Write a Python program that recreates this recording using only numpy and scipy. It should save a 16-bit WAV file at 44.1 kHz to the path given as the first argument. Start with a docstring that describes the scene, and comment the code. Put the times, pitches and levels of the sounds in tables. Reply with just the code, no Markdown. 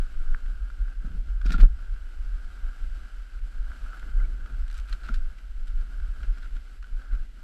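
"""A low rumble of wind and jolts comes first: a dog sled runs along a snowy trail, heard from the driver's camera.
Filtered noise gives the wind, the droning frame, the runners' hiss over grainy snow and the sprayed powder.
Short enveloped oscillations give the jolts, taps and squeaks; tone with noise gives the thuds of the frame.
Bursts of noise and grains give rubbing cloth, scrapes, snapping ice and crumbling crust.
Short dull pulses of pressure sound at a knock and at the peak of the biggest jolt."""
import sys
import numpy as np
from scipy import signal
from scipy.fft import rfft, irfft, next_fast_len
from scipy.io import wavfile
from scipy.ndimage import uniform_filter1d, minimum_filter1d, map_coordinates

SR = 44100
rng = np.random.default_rng(int(sys.argv[2]) if len(sys.argv) > 2 else 0)


def put_to_file(sound):
    """Save the sound as 16-bit audio at rate SR, in the file named by the first command-line argument."""
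    columns = np.atleast_2d(sound).T  # one column per channel
    safe = np.clip(columns, -1, 1)
    whole_steps = np.round(safe * 32767)
    wavfile.write(sys.argv[1], SR, whole_steps.astype(np.int16))


N = 327663

# Table levels are relative: each function adds its own offset or scaling.


def amp(db):
    """Level definition: decibels to amplitude gain."""
    return 10 ** (np.asarray(db) / 20)


def unit(x):
    """Normalisation: scale to rms 1."""
    return x / np.sqrt(np.mean(x ** 2) + 1e-20)


def clock():
    """Uniform sampling: the time of every sample in seconds."""
    return np.arange(N) / SR


def curves(rows):
    """Linear interpolation: one value per sample for each column after the time."""
    times, *columns = np.transpose(rows)
    return [np.interp(clock(), times, column) for column in columns]


def wobble(rate):
    """Band-limited fluctuation: a smooth random curve through `rate` knots a second."""
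    knots = rng.standard_normal(int(N * rate / SR) + 4)
    return map_coordinates(knots, [clock() * rate])


def noise(count):
    """White noise: independent Gaussian samples."""
    return rng.standard_normal(count)


def coloured(x, points, tilt_db=0):
    """Minimum-phase filtering: shape x by (f/Hz, level/dB) points plus a tilt in dB per octave; rms 1."""
    size = 2 * next_fast_len(len(x) // 2 + 4096)
    octave = np.log2(np.fft.rfftfreq(size, 1 / SR) + 1)
    hz, db = np.transpose(points)
    response_db = np.interp(octave, np.log2(hz), db) + tilt_db * octave
    cepstrum = irfft(np.log(amp(response_db)))
    # Folding the cepstrum onto positive times makes the filter causal.
    cepstrum[1:size // 2] *= 2
    cepstrum[size // 2 + 1:] = 0
    response = np.exp(rfft(cepstrum))
    return unit(irfft(rfft(x, size) * response)[:len(x)])


def grains(count, rate, spread_db):
    """Random impulse process: about `rate` slips a second, of uneven size and random sign; rms 1."""
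    chance, size, push = rng.random(count), noise(count), noise(count)
    slips = chance < rate / SR
    return unit(slips * amp(spread_db * np.clip(size, -2, 2)) * np.sign(push))


def swell(t, length):
    """Transient envelope: a quick rise to 1 at half the length and a slower fall."""
    u = 2 * t / length
    return u * np.exp(1 - u)


def add(track, s, sound):
    """Superposition: mix a sound into the track from time s in seconds."""
    part = track[round(s * SR):][:len(sound)]
    part += sound[:len(part)]


def load(press_s=0.013, half_db=-16):
    """Saturating response: how hard the jolts press the sled into the snow, 0-1; half_db alone gives 0.5."""
    t = clock()
    push = sum(amp(db - half_db) * np.exp(-.5 * ((t - s) / press_s) ** 2) for s, db, hz in JOLTS)
    return push / (1 + push)


# spectrum of wind on the microphone: f/Hz, level/dB
WIND_SPECTRUM = [(8, -11), (18, -6.5), (32, 2.5), (42, -4), (52, -7), (65, -16.5), (85, -36), (120, -41.5),
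                 (250, -58.5), (600, -120)]
# gust strength: t/s, level/dB
GUSTS = [(0, -40), (.4, -35), (.7, -37), (1.08, -36), (1.3, -32), (1.6, -28), (1.8, -32.5), (2.03, -33.5),
         (2.55, -32.5), (2.9, -32.5), (3.25, -38), (3.65, -37), (4.05, -37.5), (4.3, -30.5), (4.8, -33),
         (5.4, -33.5), (5.85, -31), (6.4, -31.5), (6.7, -37.5), (7.15, -35.5), (7.4, -39.5)]


def wind(level_db=-0.5, evenness=0.84, flutter_db=4.0, flutter_rate=17, press_db=5.5):
    """Turbulent pressure: slow eddies, partly evened, flutter about the gusts and strengthen at jolts."""
    eddies = coloured(noise(N), WIND_SPECTRUM)
    power = np.abs(signal.hilbert(eddies)) ** 2
    strength = np.sqrt(np.abs(uniform_filter1d(power, size=2200)))
    strength = uniform_filter1d(strength, size=1100)
    evened = unit(eddies / (strength + 0.059) ** evenness)
    gust_db = curves(GUSTS)[0] + flutter_db * wobble(flutter_rate) + press_db * load()
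    return amp(gust_db + level_db) * evened


# spectrum of the droning frame: f/Hz, level/dB
FRAME_SPECTRUM = [(50, -20), (90, -2.5), (125, -3.5), (160, -3), (240, -2), (310, -6.5), (400, -12),
                  (750, -20.5), (1100, -34), (3000, -58)]
# shaking of the frame on uneven ground: t/s, level/dB
SHAKE = [(0, -62.5), (0.28, -55.5), (0.45, -61.5), (0.95, -61), (1.15, -56.5), (1.42, -61), (1.8, -65),
         (2.7, -61), (3.3, -65), (3.8, -60.5), (4.15, -56), (4.52, -57), (4.73, -67.5), (5.2, -61.5),
         (5.45, -64), (6.3, -59), (6.75, -64), (7.15, -60.5), (7.43, -62)]


def frame_drone(ridges, level_db=-2.0, press_db=2.5, ridge_db=1.9):
    """Forced vibration: uneven ground shakes the frame, more strongly under load."""
    drone_db = curves(SHAKE)[0] + level_db + press_db * load() + ridge_db * ridges
    return amp(drone_db) * coloured(noise(N), FRAME_SPECTRUM)


# spectrum of the runners' hiss, coloured by the housing: f/Hz, level/dB
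RUNNER_SPECTRUM = [(300, -15.5), (750, -14), (1050, -19.5), (1200, -9), (1370, 1), (1580, 2.5),
                   (1680, -3.5), (1800, -20.5), (2300, -29.5), (4000, -40.5)]
# runners gliding over the snow: t/s, level/dB
GLIDE = [(0, -53), (.17, -58.5), (.25, -54.5), (.4, -57.5), (.55, -58), (.66, -57.5), (.76, -61.5),
         (.88, -56.5), (.97, -61.5), (1.07, -56), (1.2, -65), (1.42, -55), (1.62, -56), (1.71, -60.5),
         (1.8, -58.5), (2.0, -59), (2.24, -60), (2.34, -54.5), (2.52, -58.5), (2.7, -54), (2.88, -60.5),
         (3.06, -56), (3.2, -58.5), (3.45, -59.5), (3.62, -57), (3.7, -53.5), (3.8, -56), (3.94, -49),
         (4.04, -55.5), (4.12, -56), (4.22, -53), (4.29, -60.5), (4.48, -54), (4.6, -60.5), (4.77, -56.5),
         (4.85, -59.5), (5.1, -55), (5.3, -59), (5.54, -63), (5.68, -60.5), (6.05, -57.5), (6.3, -57),
         (6.52, -63.5), (6.75, -63.5), (6.92, -60.5), (7.04, -57), (7.16, -54), (7.28, -68), (7.43, -60)]


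def runner_hiss(crunch, ridges, level_db=0.0, press_db=-1, ridge_db=1.5):
    """Granular friction: crushed snow grains hiss, coloured by the housing and slightly weaker under load."""
    hiss_db = curves(GLIDE)[0] + level_db + press_db * load() + ridge_db * ridges
    return amp(hiss_db) * coloured(crunch, RUNNER_SPECTRUM)


# spectrum of sprayed powder: f/Hz, level/dB
SNOW_SPECTRUM = [(900, -8), (1500, -8.5), (2000, 1.5), (2450, -2.5), (3000, -0.5), (3500, -6.5), (4200, -6),
                 (5000, -8), (5700, -11.5), (6900, -14.5), (7700, -10), (8900, -17), (12400, -16.5),
                 (14000, -47)]
# loose snow sprayed by the runners: t/s, level/dB
SPRAY = [(0, -65), (0.6, -68.5), (1.25, -68.5), (1.8, -68.5), (2.35, -66.5), (2.9, -66), (3.55, -67),
         (3.92, -64), (4.3, -67.5), (4.6, -67.5), (5.05, -66), (5.45, -68.5), (6.35, -66.5), (6.7, -68),
         (7.43, -69)]


def snow_spray(crunch, ridges, level_db=3.5, ridge_db=0.95):
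    """Granular scatter: powder sprays as broadband noise that shares the crunch of the runners."""
    powder = 0.51 * crunch + noise(N)
    spray_db = curves(SPRAY)[0] + level_db + ridge_db * ridges
    return amp(spray_db) * coloured(powder, SNOW_SPECTRUM)


def sled(ridge_rate=22):
    """Common excitation: small ridges in the trail modulate drone, hiss and spray together."""
    ridges = wobble(ridge_rate)
    crunch = grains(N, rate=1500, spread_db=6) + 0.89 * noise(N)
    return frame_drone(ridges) + runner_hiss(crunch, ridges) + snow_spray(crunch, ridges)


# a runner squeaking on cold snow: t/s, peak level/dB, length/s, starting f/Hz
SQUEAKS = [(4.195, -47.5, 0.012, 2030), (4.198, -46, 0.065, 1387), (4.232, -52, .032, 2214)]


def squeaks(level_db=-3.0, rise_hz_per_s=1500, waver=0.017):
    """Stick-slip oscillation: friction locks briefly into a thin, unsteady note that rises."""
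    out, t = np.zeros(N), np.arange(SR // 10) / SR
    for s, db, length, hz in SQUEAKS:
        pitch = (hz + rise_hz_per_s * t) * (1 + waver * wobble(300)[:len(t)])
        arch = np.sin(np.pi * np.minimum(t / length, 1))
        note = np.sin(2 * np.pi * np.cumsum(pitch) / SR)
        add(out, s, amp(db + level_db) * arch * note)
    return out


# mean spectrum of contacts on the housing: f/Hz, level/dB
CONTACT_SPECTRUM = [(200, -16.5), (700, -31), (1050, -15), (1400, 9.5), (1850, -6), (2800, -6.5),
                    (3500, -9), (4200, -8.5), (6500, -19.5), (7800, -17.5), (9000, -25.5), (12500, -31),
                    (15000, -50)]


def contact_colour(uneven_db=3.0, count=70):
    """Modal excitation: each contact point stresses other narrow housing resonances; (f/Hz, level/dB)."""
    hz, db = np.transpose(CONTACT_SPECTRUM)
    grid = np.geomspace(hz[0], hz[-1], count)
    uneven = np.interp(np.log(grid), np.log(hz), db) + uneven_db * noise(count)
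    return np.transpose([grid, uneven])


# patches of crust crumbling under the sled: t/s, level/dB, length/s, tilt/(dB per octave)
CRUMBLES = [(1.444, -47, 0.22, -2.5), (4.738, -54.5, 0.07, 2), (4.87, -56, 0.091, 2),
            (5.034, -53, 0.11, -2), (6.289, -61, .2, -1.5)]


def crumbles(level_db=-2.5, rate=420, spread_db=4):
    """Successive brittle fracture: crust gives way in a run of sharp grains that swells and fades."""
    out, t = np.zeros(N), np.arange(SR // 3) / SR
    for s, db, length, tilt_db in CRUMBLES:
        arch = np.sqrt(np.abs(np.sin(np.pi * np.minimum(t / length, 1))))
        crust = coloured(grains(len(t), rate, spread_db), contact_colour(), tilt_db)
        add(out, s, amp(db + level_db) * arch * crust)
    return out


# snaps of ice and snow crust: t/s, peak level/dB, 1/e decay/s, tilt/(dB per octave)
TICKS = [(1.4155, -31, .0025, -2.5), (1.5056, -22, 0.0026, -3.5), (1.5196, -21, 0.0048, 0),
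         (1.552, -30, 0.0029, -2), (1.6038, -20.5, 0.0022, -3), (1.626, -39, 0.004, 2),
         (1.633, -26, 0.0032, -4.5), (3.995, -35, 0.0027, 1), (4.68, -38.5, 0.0037, 2),
         (4.7, -37, .004, -1), (4.712, -34.5, .003, 2), (4.727, -41, 0.0034, 6), (4.742, -44, .006, 6),
         (4.761, -44, .003, -6), (4.7775, -41, 0.0053, 7), (4.787, -35, .003, 1), (4.798, -36, .004, 3),
         (4.895, -43, .003, 9), (4.927, -26, 0.004, 0.5), (4.934, -39, 0.0062, -1), (5.034, -37, .004, -1),
         (5.064, -39, .003, 1), (5.384, -38, .004, -1), (6.212, -42, 0.0044, -7),
         (6.2302, -36.5, 0.011, -2.5), (6.281, -34, .005, -10), (6.3722, -25.5, 0.0045, -5.5),
         (6.381, -39, 0.0048, -1), (6.428, -36.5, 0.0074, -3.5), (6.444, -42, .004, 1),
         (6.5655, -36.5, .004, -3), (6.826, -34, 0.0035, -1.5), (6.841, -42, 0.004, -2),
         (7.018, -37, 0.0032, -3), (7.15, -47, 0.0071, 1.5)]


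def ticks(level_db=-8, attack=0.00027):
    """Brittle fracture: crust and ice snap with a sudden crack that dies in a few milliseconds."""
    out, t = np.zeros(N), np.arange(SR // 10) / SR
    for s, db, decay, tilt_db in TICKS:
        crack = coloured(noise(len(t)), contact_colour(), tilt_db)
        envelope = (1 - np.exp(-t / attack)) * np.exp(-t / decay)
        add(out, s, amp(db + level_db) * envelope * crack)
    return out


def rub(db, length, tilt_db, colour):
    """Stick-slip friction: one short gritty burst, its brightness set by tilt_db."""
    t = np.arange(SR // 5) / SR
    slips = grains(len(t), rate=1500, spread_db=1.5) + 0.26 * noise(len(t))
    return amp(db) * swell(t, length) * coloured(slips, colour, tilt_db)


# cloth rubbing on the housing: t/s, peak level/dB, length/s, tilt/(dB per octave)
SCUFFS = [(0.457, -42, 0.0066, -4), (0.7, -46.5, 0.0068, 1), (1.054, -46, 0.011, -0.5),
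          (1.448, -39.5, 0.029, -0.5), (1.494, -32, 0.0097, -5.5), (1.512, -37, .01, -5.5),
          (1.534, -29.5, 0.015, -4), (1.582, -41, 0.016, -3.5), (1.602, -36, 0.014, -2.5),
          (1.622, -39, 0.017, -5), (3.874, -51, 0.032, -3), (4.459, -36.5, 0.0045, -4),
          (4.741, -43, 0.021, -0.5), (4.878, -44.5, 0.027, -1.5), (5.033, -41.5, 0.027, -2),
          (5.072, -35, 0.013, -5.5), (5.142, -45, 0.018, 3.5), (5.669, -45, 0.012, 2), (6.33, -51, .03, -3),
          (6.452, -45.5, 0.016, -3.5), (6.552, -46.5, 0.022, -1.5), (7.11, -42, 0.04, -4.5)]
# faint rustles at random moments
RUSTLES_PER_S, RUSTLE_DB, RUSTLE_SPREAD_DB = 7, -51.5, -1.5
RUSTLE_S, RUSTLE_TILT_DB = 0.0057, -3


def scuffs(level_db=-8):
    """Sliding friction: clothing rubs strongly at set times and rustles faintly at random moments."""
    out = np.zeros(N)
    for s, db, length, tilt_db in SCUFFS:
        add(out, s, rub(db + level_db, length, tilt_db, contact_colour()))
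    for when, size in rng.random((int(RUSTLES_PER_S * N / SR), 2)):
        rustle_db = RUSTLE_DB + level_db + RUSTLE_SPREAD_DB * (2 * size - 1)
        add(out, when * N / SR, rub(rustle_db, RUSTLE_S, RUSTLE_TILT_DB, contact_colour()))
    return out


# hard scrapes: t/s, peak level/dB, length/s, tilt/(dB per octave), resonance f/Hz
SCRAPES = [(1.4593, -31.5, 0.0058, 1, 5500), (1.5026, -32, 0.006, 0.5, 4170),
           (1.527, -31.5, 0.0065, 2.5, 5700), (1.533, -44, 0.016, 1, 4450),
           (1.5975, -28, 0.0049, -4.5, 2300), (1.61, -35, 0.0036, 2, 4500), (5.085, -32, .006, -3.5, 1950),
           (5.14, -35, 0.005, 2.5, 4970)]


def scrapes(level_db=-8, ring_db=8, width_octaves=0.062):
    """Friction-driven resonance: hard surfaces skid briefly and one resonance stands out of each skid."""
    out = np.zeros(N)
    for s, db, length, tilt_db, ring_hz in SCRAPES:
        hz, colour_db = contact_colour().T
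        lift_db = ring_db * np.exp(-.5 * (np.log2(hz / ring_hz) / width_octaves) ** 2)
        colour = np.transpose([hz, colour_db + lift_db])
        add(out, s, rub(db + level_db, length, tilt_db, colour))
    return out


# sharp taps on the housing: t/s, peak level/dB, ring f/Hz, 60 dB decay/s
TAPS = [(0.3464, -27, 1580, 0.0086), (0.701, -45.5, 1420, 0.031), (0.882, -44.5, 1430, 0.0093),
        (1.415, -44, 1490, .02), (1.5412, -33, 1370, 0.042), (1.582, -39.5, 1430, 0.035),
        (1.604, -33.5, 1540, 0.013), (2.577, -47, 1440, 0.0099), (3.717, -42.5, 1524, 0.029),
        (3.862, -46, 1410, 0.021), (3.932, -44, 1326, 0.035), (4.0284, -40, 1430, 0.017),
        (5.0895, -36, 1390, 0.045), (6.829, -50, 1450, 0.024), (6.842, -47.5, 1490, 0.038)]
# the housing's modes: ratio to ring f, level/dB
HOUSING_MODES = [(1.001, 4.5), (1.27, -21.5)]


def taps(attack=0.00048, crack=0.13, crack_tilt_db=-3, level_db=3):
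    """Impulsive modal response: hard contacts crack and set the housing ringing, with exponential decay."""
    out, t = np.zeros(N), np.arange(SR // 10) / SR
    for s, db, hz, t60 in TAPS:
        ring = sum(amp(mode_db) * np.sin(2 * np.pi * hz * ratio * t) for ratio, mode_db in HOUSING_MODES)
        ring = ring + crack * coloured(noise(len(t)), CONTACT_SPECTRUM, crack_tilt_db)
        decay = amp(db + level_db - 60 * t / t60)
        add(out, s, decay * (1 - np.exp(-(t / attack) ** 2)) * ring)
    return out


# dull pushes of pressure: t/s, peak level/dB, 1/e decay/s
PUSHES = [(0.3459, -34, 0.0008), (1.6339, -17.5, 0.0081)]


def pressure_pushes(rise=0.0004):
    """One-sided pulse: short dull pushes at a knock and at the biggest jolt, as of an overloaded microphone."""
    out, t = np.zeros(N), np.arange(SR // 10) / SR
    for s, db, decay in PUSHES:
        onset = (1 - np.exp(-(t / rise) ** 2)) ** 2
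        add(out, s, amp(db) * onset * np.exp(-t / decay))
    return out


# dull blows through the frame: t/s, peak level/dB, length/s, tilt/(dB per octave), starting ring f/Hz
THUDS = [(1.044, -30, 0.0084, -5, 171), (1.072, -34.5, 0.0083, -7, 243), (1.101, -41.5, 0.026, -2, 245),
         (1.141, -36, 0.018, -8.5, 179), (1.451, -26, 0.017, -2, 191), (1.492, -24.5, 0.02, -2.5, 192),
         (1.507, -24, 0.0092, 3, 240), (1.540, -24.5, 0.015, 0, 238), (1.582, -28.5, 0.021, 3, 225),
         (1.612, -30, 0.031, -4.5, 154), (1.703, -40, 0.0085, -2, 180), (4.5, -40, 0.085, -9.5, 130.4),
         (5.071, -43, 0.016, 1, 232), (5.085, -33, 0.018, 1, 238), (6.232, -43, .014, 1.5, 235),
         (6.37, -46, 0.016, 2.5, 265), (6.56, -46.5, 0.014, 1.5, 230), (7.12, -46.5, 0.031, 3.5, 219)]
# noise spectrum of a blow before its tilt: f/Hz, level/dB
BLOW_SPECTRUM = [(50, -23.5), (110, 9), (160, 9.5), (235, 8), (320, -1), (420, -9), (750, -11.5),
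                 (1100, -40), (3000, -56.5)]


def thuds(level_db=-10.0, ring=1.26, fall_hz_per_s=400):
    """Damped resonance: the wooden frame drops into ruts and rings, its pitch falling steadily."""
    out, t = np.zeros(N), np.arange(SR // 5) / SR
    for s, db, length, tilt_db, hz in THUDS:
        cycles = np.cumsum(hz - fall_hz_per_s * t) / SR + rng.random()
        note = ring * np.sin(2 * np.pi * cycles)
        shudder = coloured(noise(len(t)), BLOW_SPECTRUM, tilt_db)
        add(out, s, amp(db + level_db) * swell(t, length) * (note + shudder))
    return out


# jolts that swing the camera: t/s at the centre, peak level/dB, swing f/Hz
JOLTS = [(0, -20, 26), (0.039, -22.5, 22.5), (0.198, -17.5, 17.9), (0.313, -13.5, 19.3), (0.452, -23.5, 24),
         (0.516, -23, 38), (0.634, -21, 40), (0.82, -16.5, 38), (0.876, -22.5, 32), (0.99, -22.5, 34),
         (1.21, -21, 34.7), (1.29, -25.5, 47), (1.357, -20.5, 36.3), (1.485, -10, 35.7),
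         (1.559, -12.5, 27.2), (1.634, -1.5, 32.2), (1.918, -17, 31.6), (2.214, -27.5, 41),
         (2.285, -21, 30.2), (2.334, -17.5, 31.3), (2.461, -25.5, 23.4), (2.662, -22.5, 27),
         (3.146, -26, 29), (3.438, -20.5, 33), (3.847, -23.5, 30.6), (4.174, -14, 30.6), (4.235, -16.5, 28),
         (4.451, -32, 52), (4.525, -27, 29.6), (4.646, -29, 50), (4.806, -30, 26.4), (4.931, -21, 33.5),
         (5.147, -19, 25.5), (5.235, -17.5, 20.4), (5.511, -31.5, 44), (5.632, -28.5, 27),
         (5.71, -26, 21.7), (5.764, -25, 24.6), (5.895, -29, 34), (6.103, -24, 35), (6.247, -22, 36),
         (6.303, -15, 32.3), (6.555, -23.5, 28), (6.961, -24.5, 33), (7.136, -17, 32.7), (7.2, -21.5, 20)]
# spectrum of the soft thump inside a jolt: f/Hz, level/dB
THUMP_SPECTRUM = [(30, -32), (55, -7.5), (75, 2.5), (110, -17.5), (160, -23.5), (400, -77.5)]


def jolts(level_db=0.36, swing_cycles=0.63, thump_db=-35, thump_growth=0.79, thump_s=0.016):
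    """Inertial oscillation: each bump swings the camera for a cycle or two, with a thump at its height.

    swing_cycles and thump_s are Gaussian widths; thump_growth is dB of thump per dB of jolt.
    """
    out, thump, t = np.zeros(N), np.zeros(N), clock()
    for s, db, hz in JOLTS:
        near = np.abs(t - s) < .25
        since = t[near] - s
        envelope = np.exp(-.5 * (hz * since / swing_cycles) ** 2)
        out[near] -= amp(db + level_db) * np.cos(2 * np.pi * hz * since) * envelope
        thump[near] += amp(thump_growth * db + thump_db) * np.exp(-.5 * (since / thump_s) ** 2)
    return out + thump * coloured(noise(N), THUMP_SPECTRUM)


def scene():
    """Linear superposition: all sounds add at the one microphone."""
    background = wind() + sled()
    snow = squeaks() + crumbles() + ticks()
    contacts = scuffs() + scrapes() + taps()
    blows = pressure_pushes() + thuds() + jolts()
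    return (background + snow + contacts + blows)[None]


def record(dry, ceiling=.98, top_hz=15300):
    """Peak limiting and band limiting: the camera holds peaks to the ceiling, then drops all above top_hz."""
    needed = ceiling / np.maximum(np.abs(dry), ceiling)
    gain = uniform_filter1d(minimum_filter1d(needed, size=441), size=441)
    held = dry * gain
    size = next_fast_len(N + SR // 2)
    kept = np.fft.rfftfreq(size, 1 / SR) < top_hz
    return irfft(rfft(held, size) * kept, size)[..., :N]


dry = scene()
out = record(dry)
put_to_file(out)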